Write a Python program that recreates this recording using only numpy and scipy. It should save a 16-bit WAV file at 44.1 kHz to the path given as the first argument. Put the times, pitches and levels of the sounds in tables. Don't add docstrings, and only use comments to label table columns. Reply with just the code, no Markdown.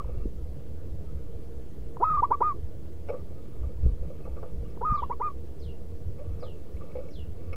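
import sys
import numpy as np
from scipy import signal
from scipy.io import wavfile
from scipy.ndimage import uniform_filter1d

SR = 44100
rng = np.random.default_rng(int(sys.argv[2]) if len(sys.argv) > 2 else 0)


def persist_wave(psi):
    counts = np.round(np.clip(psi, -1, 1) * 32767).astype(np.int16)
    wavfile.write(sys.argv[1], SR, np.atleast_2d(counts).T)


def ratio_of_db(decibels):
    return 10 ** (np.asarray(decibels, float) / 20)


N = 333387


def evened(x):
    return x / np.sqrt(np.mean(x ** 2) + 1e-20)


def smoothed(x, size):
    return signal.oaconvolve(x, np.hanning(size) / np.hanning(size).sum(), "same")


def drifting(count, size):
    return evened(smoothed(rng.standard_normal(count), size=size))


def along(table, x):
    return np.interp(x, *np.transpose(table))


def add(mix, s, sound):
    part = mix[round(s * SR):][:len(sound)]
    part += sound[:len(part)]


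def resonate(x, hz, width):
    pole = np.exp((2j * np.pi * hz - np.pi * width) / SR)
    return 2 * signal.lfilter([1 - abs(pole)], [1, -pole], x).real


def noise_band(hz, width):
    return evened(resonate(rng.standard_normal(N), hz, width))


def coloured(points, patchy_db, size):
    hop, hz = size // 4, np.fft.rfftfreq(size, 1 / SR)
    a, b, patches = rng.standard_normal((N // hop + 5, len(hz), 3)).T
    patches = uniform_filter1d(patches, size=10, axis=0)
    patches = evened(uniform_filter1d(patches, size=8, axis=1))
    f, db = np.transpose(points)
    shape_db = np.interp(np.log(hz + 1), np.log(f + 1), db, left=-120, right=-120)
    spectrum = (a + 1j * b) * ratio_of_db(shape_db[:, None] + patchy_db * patches)
    return evened(signal.istft(spectrum, nperseg=size, noverlap=size - hop)[1][:N])


def echoes(x, t60, first_s):
    t = np.arange(SR // 2) / SR
    present = rng.standard_normal(len(t)) * (rng.random(len(t)) < .05)
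    taps = present * ratio_of_db(-60 * t / t60) * (t > first_s)
    return signal.fftconvolve(x, taps / np.linalg.norm(taps))[:N]


# (frequency [Hz], density [dB per Hz])
AIR_WASH = [(71, -26.5), (120, 0.5), (270, -12), (308, -7.5), (428, -7.5), (465, -4.5), (493, -11.5),
            (541, -14.5), (616, -15.5), (685, -20.5), (744, -26), (2000, -37.5), (2600, -72), (4400, -120)]
# (frequency [Hz], density [dB per Hz])
MIC_HISS = [(1180, -35.5), (2000, -2.5), (2820, -3), (3050, -3), (3940, -5), (4760, -5), (5190, -7.5),
            (14700, -9.5), (15600, -5.5)]
# (frequency [Hz], width [Hz], level [dB])
ENGINE_LINES = [(299, 5, -63.5), (330.8, 7.4, -66), (462, 3.1, -58), (713, 17, -74)]


def field():
    wash = ratio_of_db(-47.5) * coloured(AIR_WASH, patchy_db=1.5, size=1024)
    hiss = ratio_of_db(-69) * coloured(MIC_HISS, patchy_db=1.1, size=512)
    engine = sum(ratio_of_db(db) * noise_band(hz, width) for hz, width, db in ENGINE_LINES)
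    return wash + hiss + engine


# (frequency [Hz], density [dB per Hz])
LOW_PRESSURE = [(5.9, -30), (10, 0.5), (17, 3.5), (20, 0.5), (22, -8), (76, -6), (108, -12), (130, -32),
                (170, -53), (290, -120)]
# (time of the peak [s], level [dB], half length [s])
GUSTS = [(.05, -29, 0.02), (0.178, -30.5, 0.12), (0.445, -34.5, 0.19), (0.933, -31, .04),
         (1.104, -34, 0.26), (1.36, -36, .04), (1.555, -44, 0.037), (1.85, -34.5, 0.053),
         (2.06, -36.5, 0.052), (2.19, -31.5, 0.055), (2.634, -30.5, 0.042), (3.352, -43, 0.037),
         (3.65, -31, 0.084), (3.868, -21.5, .05), (4.03, -30, 0.045), (4.315, -35.5, 0.13),
         (4.614, -30.5, 0.087), (4.905, -32, 0.071), (5.035, -37, 0.047), (5.666, -35, 0.059),
         (5.783, -36, 0.053), (6.099, -32.5, .07), (6.318, -31, .1), (6.75, -37, 0.14), (7.298, -34.5, .12),
         (7.5, -38, .06)]
# (time [s], frequency [Hz])
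MOAN_DRIFT = [(0, 46.7), (.55, 65), (.84, 83.6), (1.3, 68), (2.06, 54.85), (2.25, 64.64), (2.74, 66.05),
              (2.9, 79), (3.4, 73.2), (3.66, 59.9), (4.2, 64), (4.9, 52.37), (5.2, 72.8), (5.5, 65.3),
              (5.8, 78.9), (6.4, 84.1), (7.0, 59.83), (7.56, 82.7)]
# (time [s], peak level [dB], frequency [Hz], length [cycles])
GUST_SLAPS = [
    (0.244, -19.5, 44.4, 1.4),
    (0.255, -21, 258, 1.6),
    (3.826, -18.5, 56.7, 0.85),
    (3.854, -12, 77.5, 0.99),
    (3.863, -12, 40.3, 1.05),
    (3.861, -26.5, 380, 2.7),
    (3.907, -19, 40, 1.7),
    (4.894, -16, 38, 1.3),
    (4.919, -23, 143, 1.67),
]


def wind():
    t = np.arange(N) / SR
    breeze_db = -42
    bright = coloured([(100, -20.5), (130, 5.5), (230, -9.5), (400, -30.0)], patchy_db=2.5, size=1024)
    turns = 2 * np.pi * np.cumsum(along(MOAN_DRIFT, t)) / SR
    moan = (0.9 + drifting(N, 4000)) * np.cos(turns) + drifting(N, 4000) * np.sin(turns)
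    force = ratio_of_db(breeze_db + 0.5 * drifting(N, 5000))
    for s, db, half_s in GUSTS:
        span = slice(max(round((s - 3 * half_s) * SR), 0), round((s + 3 * half_s) * SR))
        force[span] = np.maximum(force[span], ratio_of_db(db - 9 * abs(t[span] - s) / half_s))
    low = ratio_of_db(-0.5) * coloured(LOW_PRESSURE, patchy_db=0.0, size=4096)
    out = force * (low + ratio_of_db(-4.0) * evened(moan))
    out += ratio_of_db(-53.5) * (force / ratio_of_db(breeze_db)) ** 0.65 * bright
    for s, db, hz, cycles in GUST_SLAPS:
        u = np.arange(round(cycles / hz * SR)) * hz / SR
        add(out, s, ratio_of_db(db) * np.sin(2 * np.pi * u) * np.sin(np.pi * u / cycles) ** 2)
    return out


# (time [s], peak level [dB], 1.2 kHz share [dB], 2.4 kHz share [dB])
KNOCKS = [(0.088, -41.5, -22, -41), (3.086, -32.5, -10, -19), (3.093, -26.5, -27, -32),
          (3.1, -30.5, -14.5, -26), (3.125, -32.5, -18, -36), (3.139, -31, -12.5, -41),
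          (3.159, -45, -13.5, -41), (3.63, -39.5, -14, -42), (3.691, -45, -20, -32), (4.026, -41, -25, -44),
          (4.101, -38.5, -24, -36), (4.205, -54, -20, -14), (4.251, -44, -5, -22), (4.266, -34, -28, -43),
          (4.364, -42, -8.5, -28), (4.377, -42.5, -7.5, -37), (4.428, -28.5, -16, -39),
          (4.457, -42, -20, -33), (6.19, -40.5, -20, -25), (6.425, -31, -12, -34), (6.462, -38, -19, -41),
          (6.765, -48.5, -11, -14), (6.808, -46, -3.5, -35), (6.913, -51, -22, -14), (6.953, -29, -31, -34),
          (6.967, -37.5, -20, -23), (6.985, -34, -36, -30), (7.051, -44, -11, -24), (7.084, -46, -24, -17),
          (7.528, -40, -3.5, -5)]
# (start [s], length [s], level [dB])
SHUFFLES = [(0, 0.242, -64), (0.998, 0.47, -73), (3.056, 0.15, -62), (3.254, 0.49, -69.5),
            (3.81, 0.11, -64), (4.013, 0.51, -67), (4.62, .14, -66), (6.166, 0.32, -66.5),
            (6.535, 0.33, -71), (6.8, 0.31, -64.5), (7.384, 0.28, -65.5)]
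# (frequency [Hz], width [Hz], level [dB])
LOW_MODES = [(500.3, 65, 0.5), (567.4, 18.5, -2.5), (656, 28, -12.5), (811, 58, -17.5)]
MID_MODES = [(888, 8, -4), (1160, 51, -3.5), (1239.5, 28, -2.5), (1398, 77, -14)]
HIGH_MODES = [(2250, 94, -2.5), (2567, 164, -7), (4200, 160, -21), (5300, 200, -20), (11000, 400, -30)]


def cage():
    drives, t = np.zeros((3, N)), np.arange(1500) / SR
    blow = np.exp(-((t - .0004) / .00015) ** 2)
    for s, db, mid_db, high_db in KNOCKS:
        grit = rng.standard_normal(len(t))
        scrape = ratio_of_db(27 - 60 * t / 0.057) * np.minimum(t / 0.0013, 1) * grit
        add(drives[0], s, ratio_of_db(db) * (ratio_of_db(24) * blow + ratio_of_db(-4) * scrape))
        add(drives[1], s, ratio_of_db(db + mid_db) * (ratio_of_db(26.5) * blow + scrape))
        add(drives[2], s, ratio_of_db(db + high_db) * (ratio_of_db(36) * blow + scrape))
    busy = np.zeros(N)
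    for s, length, db in SHUFFLES:
        u = np.arange(0, length, 1 / SR)
        add(busy, s, ratio_of_db(db) * np.minimum(np.minimum(u, length - u) / 0.013, 1))
    grain_db = 1.5 * drifting(N, 900)
    rustle = rng.standard_normal(N) * busy * ratio_of_db(grain_db + 24.5)
    drives += rustle * ratio_of_db(np.array([[6.], [0.], [-11.]]))
    out = np.zeros(N)
    for drive, modes in zip(drives, (LOW_MODES, MID_MODES, HIGH_MODES)):
        for hz, width, db in modes:
            pole_width = 1.41 * width
            out += ratio_of_db(db) * resonate(resonate(drive, hz, pole_width), hz, pole_width)
    return out


# (multiple, level [dB])
HARMONICS = [(1, 0), (2, -37), (3, -49), (4, -54), (5, -57), (6, -63), (7, -55)]


def voiced(turns, second_db, upper_db):
    flicker_db = 3.0 * drifting(len(turns), 500)
    lift_db = {1: 0, 2: second_db + flicker_db}
    tone = 0
    for k, db in HARMONICS:
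        tone = tone + ratio_of_db(db + lift_db.get(k, upper_db + flicker_db)) * np.sin(2 * np.pi * k * turns)
    return np.sqrt(2) * tone


# (time [s], level [dB])
BEAK_OPENING = [(2.05, -2.5), (2.2, -5.5), (2.33, 1.5), (2.46, 0), (4.86, -3.5), (4.95, -2), (4.99, 10),
                (5.04, -1), (5.13, 13), (5.25, 1.5)]


def opening(s, creak_s, pop_s, creak_db, pop_db):
    t = np.arange(0, creak_s + pop_s + 0.017, 1 / SR)
    knots = [0, creak_s, creak_s + .35 * pop_s, creak_s + pop_s]
    pop_end_hz = 986 + 2200 * pop_s
    turns = np.cumsum(np.interp(t, knots, [420, 440 - 2500 * pop_s, 465, pop_end_hz / 2])) / SR
    beat_hz = np.interp(t / creak_s, [0, 1, 1.6], [470 - 8500 * creak_s, 460, 560])
    beat = 2 * np.pi * np.cumsum(beat_hz) / SR
    pulses = np.sin(beat) + .6 * np.sin(2 * beat + 1.2) + .25 * np.sin(3 * beat + 2.4)
    rasp = np.diff(rng.standard_normal(len(t) + 1))
    pulses += .4 * evened(smoothed(smoothed(rasp, size=40), size=40))
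    creak = ratio_of_db(creak_db + np.interp(t / creak_s, [0, .8, 1.15, 1.7], [-12, 0, -2, -24]))
    creak = smoothed(creak * np.minimum(t / .002, 1), size=120)
    throat = signal.butter(4, 1300, fs=SR, output="sos")
    creak = signal.sosfilt(throat, creak * pulses)
    u = (t - creak_s) / pop_s
    swell = smoothed(np.interp(u, [-.15, .2, .4, .72, .94, 1.04], [0, .4, .72, 1, .83, 0]), size=90)
    strain_db = along(BEAK_OPENING, s) + 22 * (np.clip(u, 0, 1) - .7)
    return np.sqrt(2) * creak + ratio_of_db(pop_db) * swell * voiced(2 * turns, strain_db, upper_db=-8.5)


# (time [s], creak length [s], pop length [s], creak level [dB], pop level [dB])
NOTE_OPENINGS = [
    (1.998, 0.022, 0.022, -29.5, -17),
    (2.219, 0.0062, 0.016, -34, -16.5),
    (2.303, 0.0085, 0.013, -28.5, -16),
    (2.404, 0.0075, 0.016, -27, -17.5),
    (4.809, 0.00946, 0.030, -32.5, -28.5),
    (5.018, 0.0041, 0.0172, -37, -27),
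    (5.095, 0.0072, 0.018, -35.5, -26.5),
    (5.197, 0.0087, 0.016, -34, -25.5),
]
# (time [s], length [s], level [dB], top [Hz], sag after the top [Hz])
THROBS = [(2.04, 0.027, -24.5, 1274, 33), (2.067, 0.031, -24.5, 1287, 7.7), (2.100, .037, -23, 1259, 60),
          (2.136, 0.032, -23, 1231, 52), (2.172, 0.034, -23, 1193, 37), (2.24, 0.017, -24, 1160, 77),
          (2.325, .028, -25, 1172, 54), (2.429, 0.098, -23.5, 1236, 160), (4.850, 0.024, -25, 1255, 5),
          (4.874, 0.027, -24.5, 1255, 81), (4.899, 0.036, -24.5, 1233, 46), (4.937, 0.028, -25, 1216, 31.5),
          (4.975, 0.034, -31, 1184, 92), (5.038, 0.015, -36.5, 1126, 110), (5.124, 0.0144, -34, 1145, 126),
          (5.225, 0.076, -27.5, 1228, 110), (5.290, 0.022, -41, 1140, 42), (0, 0.012, -33, 1190, 150)]
# (time [s], peak level [dB])
TONGUE_CLICKS = [
    (0.045, -45.5),
    (1.969, -36),
    (4.774, -45.5),
]
# (frequency [Hz], width [Hz], level [dB])
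BREATH_BANDS = [(645, 420, -28.5), (1530, 350, -35), (1940, 280, -39.5)]


def dove():
    hz, gain = np.full(N, 1100.), np.zeros(N)
    release = ratio_of_db(-60 * np.arange(1500) / SR / 0.014)
    pop_ends = np.array([0] + [row[0] + row[1] + row[2] for row in NOTE_OPENINGS])
    for s, length, db, top_hz, sag_hz in sorted(THROBS):
        late_s = s - pop_ends[pop_ends < s + .02].max()
        at, u = round(s * SR), np.linspace(0, 1, round(length * SR))
        dip_hz = 50.1 + 45000 * abs(late_s) ** 3
        rise, sag = np.sqrt(dip_hz), np.sqrt(abs(sag_hz))
        slope = u * (rise + sag) - rise
        below = slope ** 2
        fade_db = 0.065 * below * (slope > 0) + 1.5 * u + 3 * (1 - u) ** 4
        hz[at:] = top_hz - sag_hz
        hz[at:at + len(u)] = top_hz - below
        gain[at + len(u):][:len(release)] = ratio_of_db(db - fade_db[-1]) * release
        gain[at:at + len(u)] = ratio_of_db(db - fade_db)
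    shimmer = 1 + .035 * drifting(N, 300)
    gain = smoothed(gain, size=170) * shimmer
    air = 0
    for f, width, db in BREATH_BANDS:
        air = air + ratio_of_db(db) * evened(resonate(resonate(rng.standard_normal(N), f, width), f, width))
    t = np.arange(N) / SR
    turns = np.cumsum(uniform_filter1d(hz, size=150)) / SR
    upper_db = -0.5 - 3.5 * (t > 4)
    out = gain * (air + voiced(turns, along(BEAK_OPENING, t), upper_db))
    for row in NOTE_OPENINGS:
        add(out, row[0], opening(*row))
    t = np.arange(600) / SR
    for s, db in TONGUE_CLICKS:
        click = ratio_of_db(db + 11 - 60 * t / 0.014) * (1 - np.exp(-(t / 0.0009) ** 2))
        add(out, s, click * np.sin(2 * np.pi * 960 * t))
    return out + ratio_of_db(-19.5) * echoes(out, t60=0.11, first_s=0.0056)


# (time [s], length [s], frequency [Hz], level [dB])
PEEPS = [(4.645, .03, 2850, -66), (4.70, .008, 5100, -66), (4.71, .007, 5250, -67),
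         (4.705, .006, 5700, -69), (4.235, .022, 2550, -61), (.17, .03, 2750, -67), (.23, .02, 2700, -67),
         (6.19, .06, 590, -43), (.005, .03, 1290, -52), (4.52, .06, 390, -47), (3.32, .13, 1260, -66),
         (.06, .06, 1260, -63), (.125, .05, 1270, -64), (.19, .06, 1250, -67), (1.03, .12, 1285, -66),
         (1.13, .13, 1280, -68)]


def peeps():
    out = np.zeros(N)
    for start, length, hz, db in PEEPS:
        t = np.arange(0, length, 1 / SR)
        add(out, start, ratio_of_db(db) * np.hanning(len(t)) * np.sin(2 * np.pi * hz * t))
    return out


# (time from its start [s], frequency [Hz], level [dB])
WHISTLE_GLIDE = [(0, 6440, -13), (0.01, 5300, -3), (.03, 4490, -2.5), (.055, 3484, 3.5), (.085, 2962, 1),
                 (0.116, 2720, 3.5), (.135, 2600, -26)]
# (time [s], level [dB], fade by the end [dB])
WHISTLES = [
    (4.93, -63, -7),
    (5.59, -62.5, -4),
    (6.393, -61.5, -3.5),
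    (7.102, -61, -3),
]


def far_bird():
    out, (s, hz, db) = np.zeros(N), np.transpose(WHISTLE_GLIDE)
    t = np.arange(0, s[-1], 1 / SR)
    turns = np.cumsum(np.interp(t, s, hz)) / SR
    whistle = ratio_of_db(np.interp(t, s, db)) * np.sqrt(2) * np.sin(2 * np.pi * turns)
    for start, level_db, fade_db in WHISTLES:
        flutter_db = 3.2 * drifting(len(t), 300)
        add(out, start, ratio_of_db(level_db + flutter_db + fade_db * (t / t[-1]) ** 2) * whistle)
    return ratio_of_db(-5) * out + ratio_of_db(-3.5) * echoes(out, t60=.24, first_s=.004)


def scene():
    return (field() + wind() + cage() + dove() + peeps() + far_bird())[None]


def roll_off(x):
    return signal.sosfilt(signal.butter(12, 16610, fs=SR, output="sos"), x)


def record(dry):
    low_pass = signal.firwin(1023, 15730, window=("kaiser", 9), fs=SR)[None]
    mix = signal.oaconvolve(dry, low_pass, "same") + .0266
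    return roll_off(mix)


dry = scene()
out = record(dry)
persist_wave(out)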